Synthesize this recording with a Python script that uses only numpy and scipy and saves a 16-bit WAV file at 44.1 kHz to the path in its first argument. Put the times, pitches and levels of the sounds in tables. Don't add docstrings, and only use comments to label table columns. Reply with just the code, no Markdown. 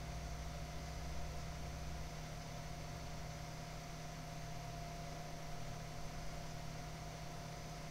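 import sys
import numpy as np
from scipy import signal
from scipy.fft import rfft, irfft, next_fast_len
from scipy.io import wavfile
from scipy.ndimage import uniform_filter1d

SR = 44100
rng = np.random.default_rng(int(sys.argv[2]) if len(sys.argv) > 2 else 0)


def volts(x):
    e = np.asarray(x, float) / 20
    return 10 ** e


def digitize_waveform(pressure):
    field = np.atleast_2d(pressure).T
    bounded = np.clip(field, -1, 1)
    quanta = np.round(bounded * 32767).astype(np.int16)
    wavfile.write(sys.argv[1], SR, quanta)


N = 348557
TIME = np.arange(N) / SR

# time_s, pitch_hz of its 32nd shaft order
REAR_SPEED = [
    (0, 686.5),
    (.75, 686.5),
    (1.8, 684.6),
    (2.9, 686.3),
    (4.2, 687.2),
    (4.85, 690.9),
    (5.8, 686.7),
    (7.1, 687.8),
    (7.9, 686.8),
]
REAR_ORDERS = [8, 9, 12, 17, 20, 28, 29, 33, 34]
REAR_DB = [-70, -71.5, -75.5, -70.5, -74, -73.5, -80, -68.5, -74.5]
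PANEL_HZ, PANEL_DB = 694.7, -42.7
COOLER_HZ = 35.665
COOLER_ORDERS = [7, 8, 13, 14, 15, 16, 18, 20, 21, 24, 28, 29, 32, 35, 47, 56, 63]
COOLER_DB = [-69.5, -75, -77, -76, -76, -66.5, -76, -64, -72.5, -79, -73, -78, -79, -79, -84, -78, -82]
FRONT_HZ, SURGE_S = 5015, .3
# time_s, shift_hz
SURGES = [
    (0, -1.7),
    (.75, 4.6),
    (4.85, 2.8),
    (6.35, -2.3),
    (7.05, 2.6),
]
FRONT_ORDERS = [177, 193, 195, 196, 197, 207, 208, 210, 213, 220, 231, 238, 249, 251, 255, 257, 261, 262,
                263, 268, 269, 270, 272, 273, 282, 284]
FRONT_DB = [-85, -87, -85, -82.5, -84, -86, -83, -87, -87, -87, -81, -87, -83, -85, -82, -86, -82, -82, -81,
            -86, -82, -85, -85, -85, -82, -84]
# order, level_db (typical rms)
FRONT_REST = [(150, -97), (190, -93), (250, -91), (275, -94), (310, -101)]
HUM_HZ = [23.5, 43.7, 87.4, 111.5, 156.1, 4429.1, 4457.4]
HUM_DB = [-62, -67.5, -74, -67.5, -53.5, -81, -83]
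HUM_WAVER_DB = [3, 3, 2.5, 3, .25, 1.5, 1.5]
MAINS_DB, SPINDLE_DB, SWELL_S = -59.5, -63.5, 0.17
MAINS_SWELLS = [
    (.2, 3.5),
    (2.25, 3),
    (3.8, 2.5),
    (4.85, 6),
    (6.3, 6.1),
    (7, 2.5),
]
SPINDLE_SWELLS = [
    (.1, 6.5),
    (1.6, 5.5),
    (2.5, 4.2),
    (3.4, 7),
    (4.6, 8.4),
    (5.7, 7.8),
    (6.7, 5.8),
    (7.4, 4.8),
]
COIL_HZ = 1441.38
COIL_ORDERS = [2, 2.5, 4, 6, 7, 8]
COIL_DB = [-84, -88, -75.5, -85.5, -99, -88.5]
ENGINE_HZ, CLIMB_HZ, CLIMB_S = 67.7, 6.4, 1.7
LIFT_AT_S, LIFT_S, LIFT_HZ = 6.7, .25, 4
LABOUR_S, LABOUR_AT_S, LABOUR_DB = 0.79, 0.35, 1.6
# start_s, end_s, level_db
HEARD = [
    (-.2, 2.15, -50.5),
    (2.6, 3.46, -55.5),
    (6.4, 7.1, -67),
]
HIDDEN_DB, EMERGE_S = -70, 0.057
# frequency_hz, level_db
THROB = [(.6, -20), (1.5, -3), (3.5, 0), (9, -8), (17, -10), (21, -13), (30, -17), (35, -22), (45, -30)]
BODY = [(30, -42), (36, -1), (100, -1), (140, -0.5), (195, -3), (225, -7.5), (265, -7.5), (320, -6),
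        (420, -12.5), (480, -4), (570, -8.5), (660, -7.5), (800, -10), (900, -34)]
RUSH = [(470, -48), (800, -6.5), (989, -0.5), (1100, -3.5), (1280, -2.5), (1850, -5.5), (2060, -2.5),
        (2520, -6.5), (3330, -9.5), (4360, -10), (5490, -9), (5930, -8), (8000, -20), (10400, -31.5),
        (17600, -120)]
THROB_DB, BODY_DB, RUSH_DB = -60, -58, -58
# time_s, rise_db
DRAUGHTS = [(.45, 5), (1.2, 13.6), (1.85, 5.1), (2.6, 4), (3.2, 8), (4, 4), (4.5, 6), (5, 4), (5.6, 13.4),
            (6.1, 8.1), (6.45, 8.9), (7.25, 4)]
DRAUGHT_S = 0.21
# frequency_hz, width_hz, level_db (rms)
CAVITIES = [(257, 25, -71), (575, 40, -70), (930, 60, -72), (1320, 80, -74), (1435, 8, -79),
            (3520, 80, -78), (4450, 80, -77.5), (2100, 250, -73), (6150, 90, -75), (7420, 150, -83)]
# frequency_hz, level_db
HISS = [(5000, -20), (7000, -8.5), (9000, -3.5), (11000, -4), (15000, -5), (17000, -3)]
HISS_DB = -73
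REFRESH_HZ = 59.9926
EDGES_S = [.001775, .005647]
EDGE_DB = [-49.8, -48.8]
CRACKLES_PER_S, CRACKLE_DB, CRACKLE_SPREAD_DB, CRACKLE_HZ = 25, -58, 3, 8300
# time_s, level_db (rms), length_s
RATTLES = [
    (.43, -68, .07),
    (.88, -65, .12),
    (1.41, -64, .07),
    (2.42, -68, .07),
    (3.33, -66, .09),
    (5.68, -65, .08),
    (6.49, -64, .11),
]


def evened(x):
    return x / np.sqrt(np.mean(x ** 2) + 1e-20)


def curve(rows, axis=1):
    rows = np.asarray(rows)
    return np.interp(TIME, rows[:, 0], rows[:, axis])


def drift(rate_hz):
    t = TIME[::256]
    rates = np.geomspace(rate_hz / 10, rate_hz, 16)
    slow = sum(np.sin(2 * np.pi * (f * t + rng.random())) / np.sqrt(f) for f in rates)
    return np.interp(TIME, t, evened(slow))


def swells(rows, length_s):
    t = TIME[::256]
    bells = sum(rise * np.exp(-.5 * ((t - s) / length_s) ** 2) for s, rise in rows)
    return np.interp(TIME, t, bells)


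def sine(hz, level_db):
    turns = np.cumsum(hz * np.ones(N)) / SR
    return np.sqrt(2) * volts(level_db) * np.sin(2 * np.pi * (turns + rng.random()))


def tones(turns, orders, levels_db, waver_db, rate_hz):
    waver_db = waver_db * np.ones(len(orders))
    total = np.zeros(N)
    for order, db, waver in zip(orders, levels_db, waver_db):
        strength = np.sqrt(2) * volts(db) * np.exp(waver / 8.686 * drift(rate_hz))
        total += strength * np.sin(2 * np.pi * (order * turns + rng.random()))
    return total


def filtered_noise(gain_at):
    size = next_fast_len(N, True)
    gain = gain_at(np.fft.rfftfreq(size, 1 / SR))
    return irfft(rfft(rng.standard_normal(size)) * gain, size)[:N]


def coloured(spectrum):
    f, db = np.transpose(spectrum)
    return evened(filtered_noise(lambda hz: volts(np.interp(np.log(hz + .01), np.log(f), db, -120, -120))))


def rear_fan():
    hz = curve(REAR_SPEED)
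    turns = np.cumsum(hz) / SR / 32
    panel = sine(hz, PANEL_DB - 20 * np.log10(PANEL_HZ - hz))
    return panel + tones(turns, REAR_ORDERS, REAR_DB, 1.5, 4)


def cooler_fan():
    return tones(COOLER_HZ * TIME, COOLER_ORDERS, COOLER_DB, .6, 3)


def front_fan():
    hz = FRONT_HZ + swells(SURGES, SURGE_S)
    turns = np.cumsum(hz) / SR / 219
    beat = 1 + .75 * np.cos(2 * np.pi * (TIME - 1.0) / 1.32)
    whistle = beat * sine(hz, -78 + 1.5 * drift(9))
    orders = np.arange(4097)
    rest_db = np.interp(orders, *np.transpose(FRONT_REST), -200, -200)
    rest = volts(rest_db + 3 * rng.standard_normal(len(orders)))
    phases = np.exp(2j * np.pi * rng.random(len(orders)))
    one_turn = irfft(rest * phases) * len(orders) * np.sqrt(2)
    ticks = np.interp(turns % 1, np.linspace(0, 1, len(one_turn)), one_turn)
    return whistle + ticks + tones(turns, FRONT_ORDERS, FRONT_DB, 3.5, 12)


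def hums():
    mains = sine(49.45, MAINS_DB + swells(MAINS_SWELLS, SWELL_S))
    spindle = sine(120.1, SPINDLE_DB + swells(SPINDLE_SWELLS, SWELL_S))
    return mains + spindle + tones(TIME, HUM_HZ, HUM_DB, np.array(HUM_WAVER_DB), 3.3)


def coil_whine():
    return tones(COIL_HZ * TIME, COIL_ORDERS, COIL_DB, 0.54, 3)


def engine():
    climb = CLIMB_HZ * np.exp(-TIME / CLIMB_S)
    lift = LIFT_HZ / 2 * (1 + np.tanh((TIME - LIFT_AT_S) / LIFT_S))
    level_db = HIDDEN_DB + LABOUR_DB * np.cos(2 * np.pi * (TIME - LABOUR_AT_S) / LABOUR_S)
    for start, end, db in HEARD:
        emerged = np.tanh((TIME - start) / EMERGE_S / 2)
        gone = np.tanh((TIME - end) / EMERGE_S / 2)
        level_db = level_db + (db - HIDDEN_DB) / 2 * (emerged - gone)
    return sine(ENGINE_HZ - climb - lift, level_db)


def air():
    throb = coloured(THROB) * volts(THROB_DB + swells(DRAUGHTS, DRAUGHT_S))
    body = coloured(BODY) * volts(BODY_DB + 0.53 * drift(1.94))
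    flicker = evened(uniform_filter1d(rng.standard_normal(N), size=500))
    rush = coloured(RUSH) * volts(RUSH_DB + .5 * flicker + .15 * drift(4))
    return throb + body + rush


def cavities():
    def resonances(hz):
        return sum(volts(db) * np.sqrt(2 * SR / (np.pi * width)) / (1 + (2 * (hz - f) / width) ** 2)
                   for f, width, db in CAVITIES)
    return filtered_noise(resonances)


def preamp_hiss():
    return volts(HISS_DB) * coloured(HISS)


def refresh_buzz():
    out, near = np.zeros(N + 800), np.arange(-24, 25)
    cycles_s = np.arange(int(N / SR * REFRESH_HZ)) / REFRESH_HZ
    for sign, edge_s, db in zip((-1, 1), EDGES_S, EDGE_DB):
        at = (edge_s + cycles_s) * SR
        index = at.astype(int)[:, None] + near
        spikes = np.sinc(index - at[:, None]) * np.hanning(len(near))
        np.add.at(out, index, sign * volts(db) * spikes)
    return signal.filtfilt(*signal.butter(2, 4000, "high", fs=SR), out)[:N]


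def treble_ticks():
    happens = rng.random(N) < CRACKLES_PER_S / SR
    ticks = happens * volts(CRACKLE_DB + CRACKLE_SPREAD_DB * np.minimum(rng.exponential(1, N), 3))
    t = np.arange(60) / SR
    ring = np.sin(2 * np.pi * CRACKLE_HZ * t) * np.exp(-t / .0002)
    return signal.oaconvolve(ticks, ring)[:N]


def bearing_rattles():
    shake = sum(volts(db) * np.clip(1 - (2 * (TIME - s) / length) ** 2, 0, 1) for s, db, length in RATTLES)
    return shake * coloured([(3000, -20), (4000, -8), (5000, 1.5), (6300, -1), (7500, -6)])


def scene():
    fans = rear_fan() + cooler_fan() + front_fan()
    electrics = hums() + coil_whine()
    clicks = treble_ticks() + bearing_rattles()
    return (fans + electrics + engine() + air() + cavities() + clicks)[None]


def low_pass(x):
    return signal.sosfilt(signal.butter(12, 15820, fs=SR, output="sos"), x)


def record(dry):
    wired = dry + preamp_hiss() + refresh_buzz()
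    lowpass = signal.firwin(1501, 15740, window=("kaiser", 8), fs=SR)
    mix = signal.oaconvolve(wired, lowpass[None], "same")
    return low_pass(mix)


dry = scene()
out = record(dry)
digitize_waveform(out)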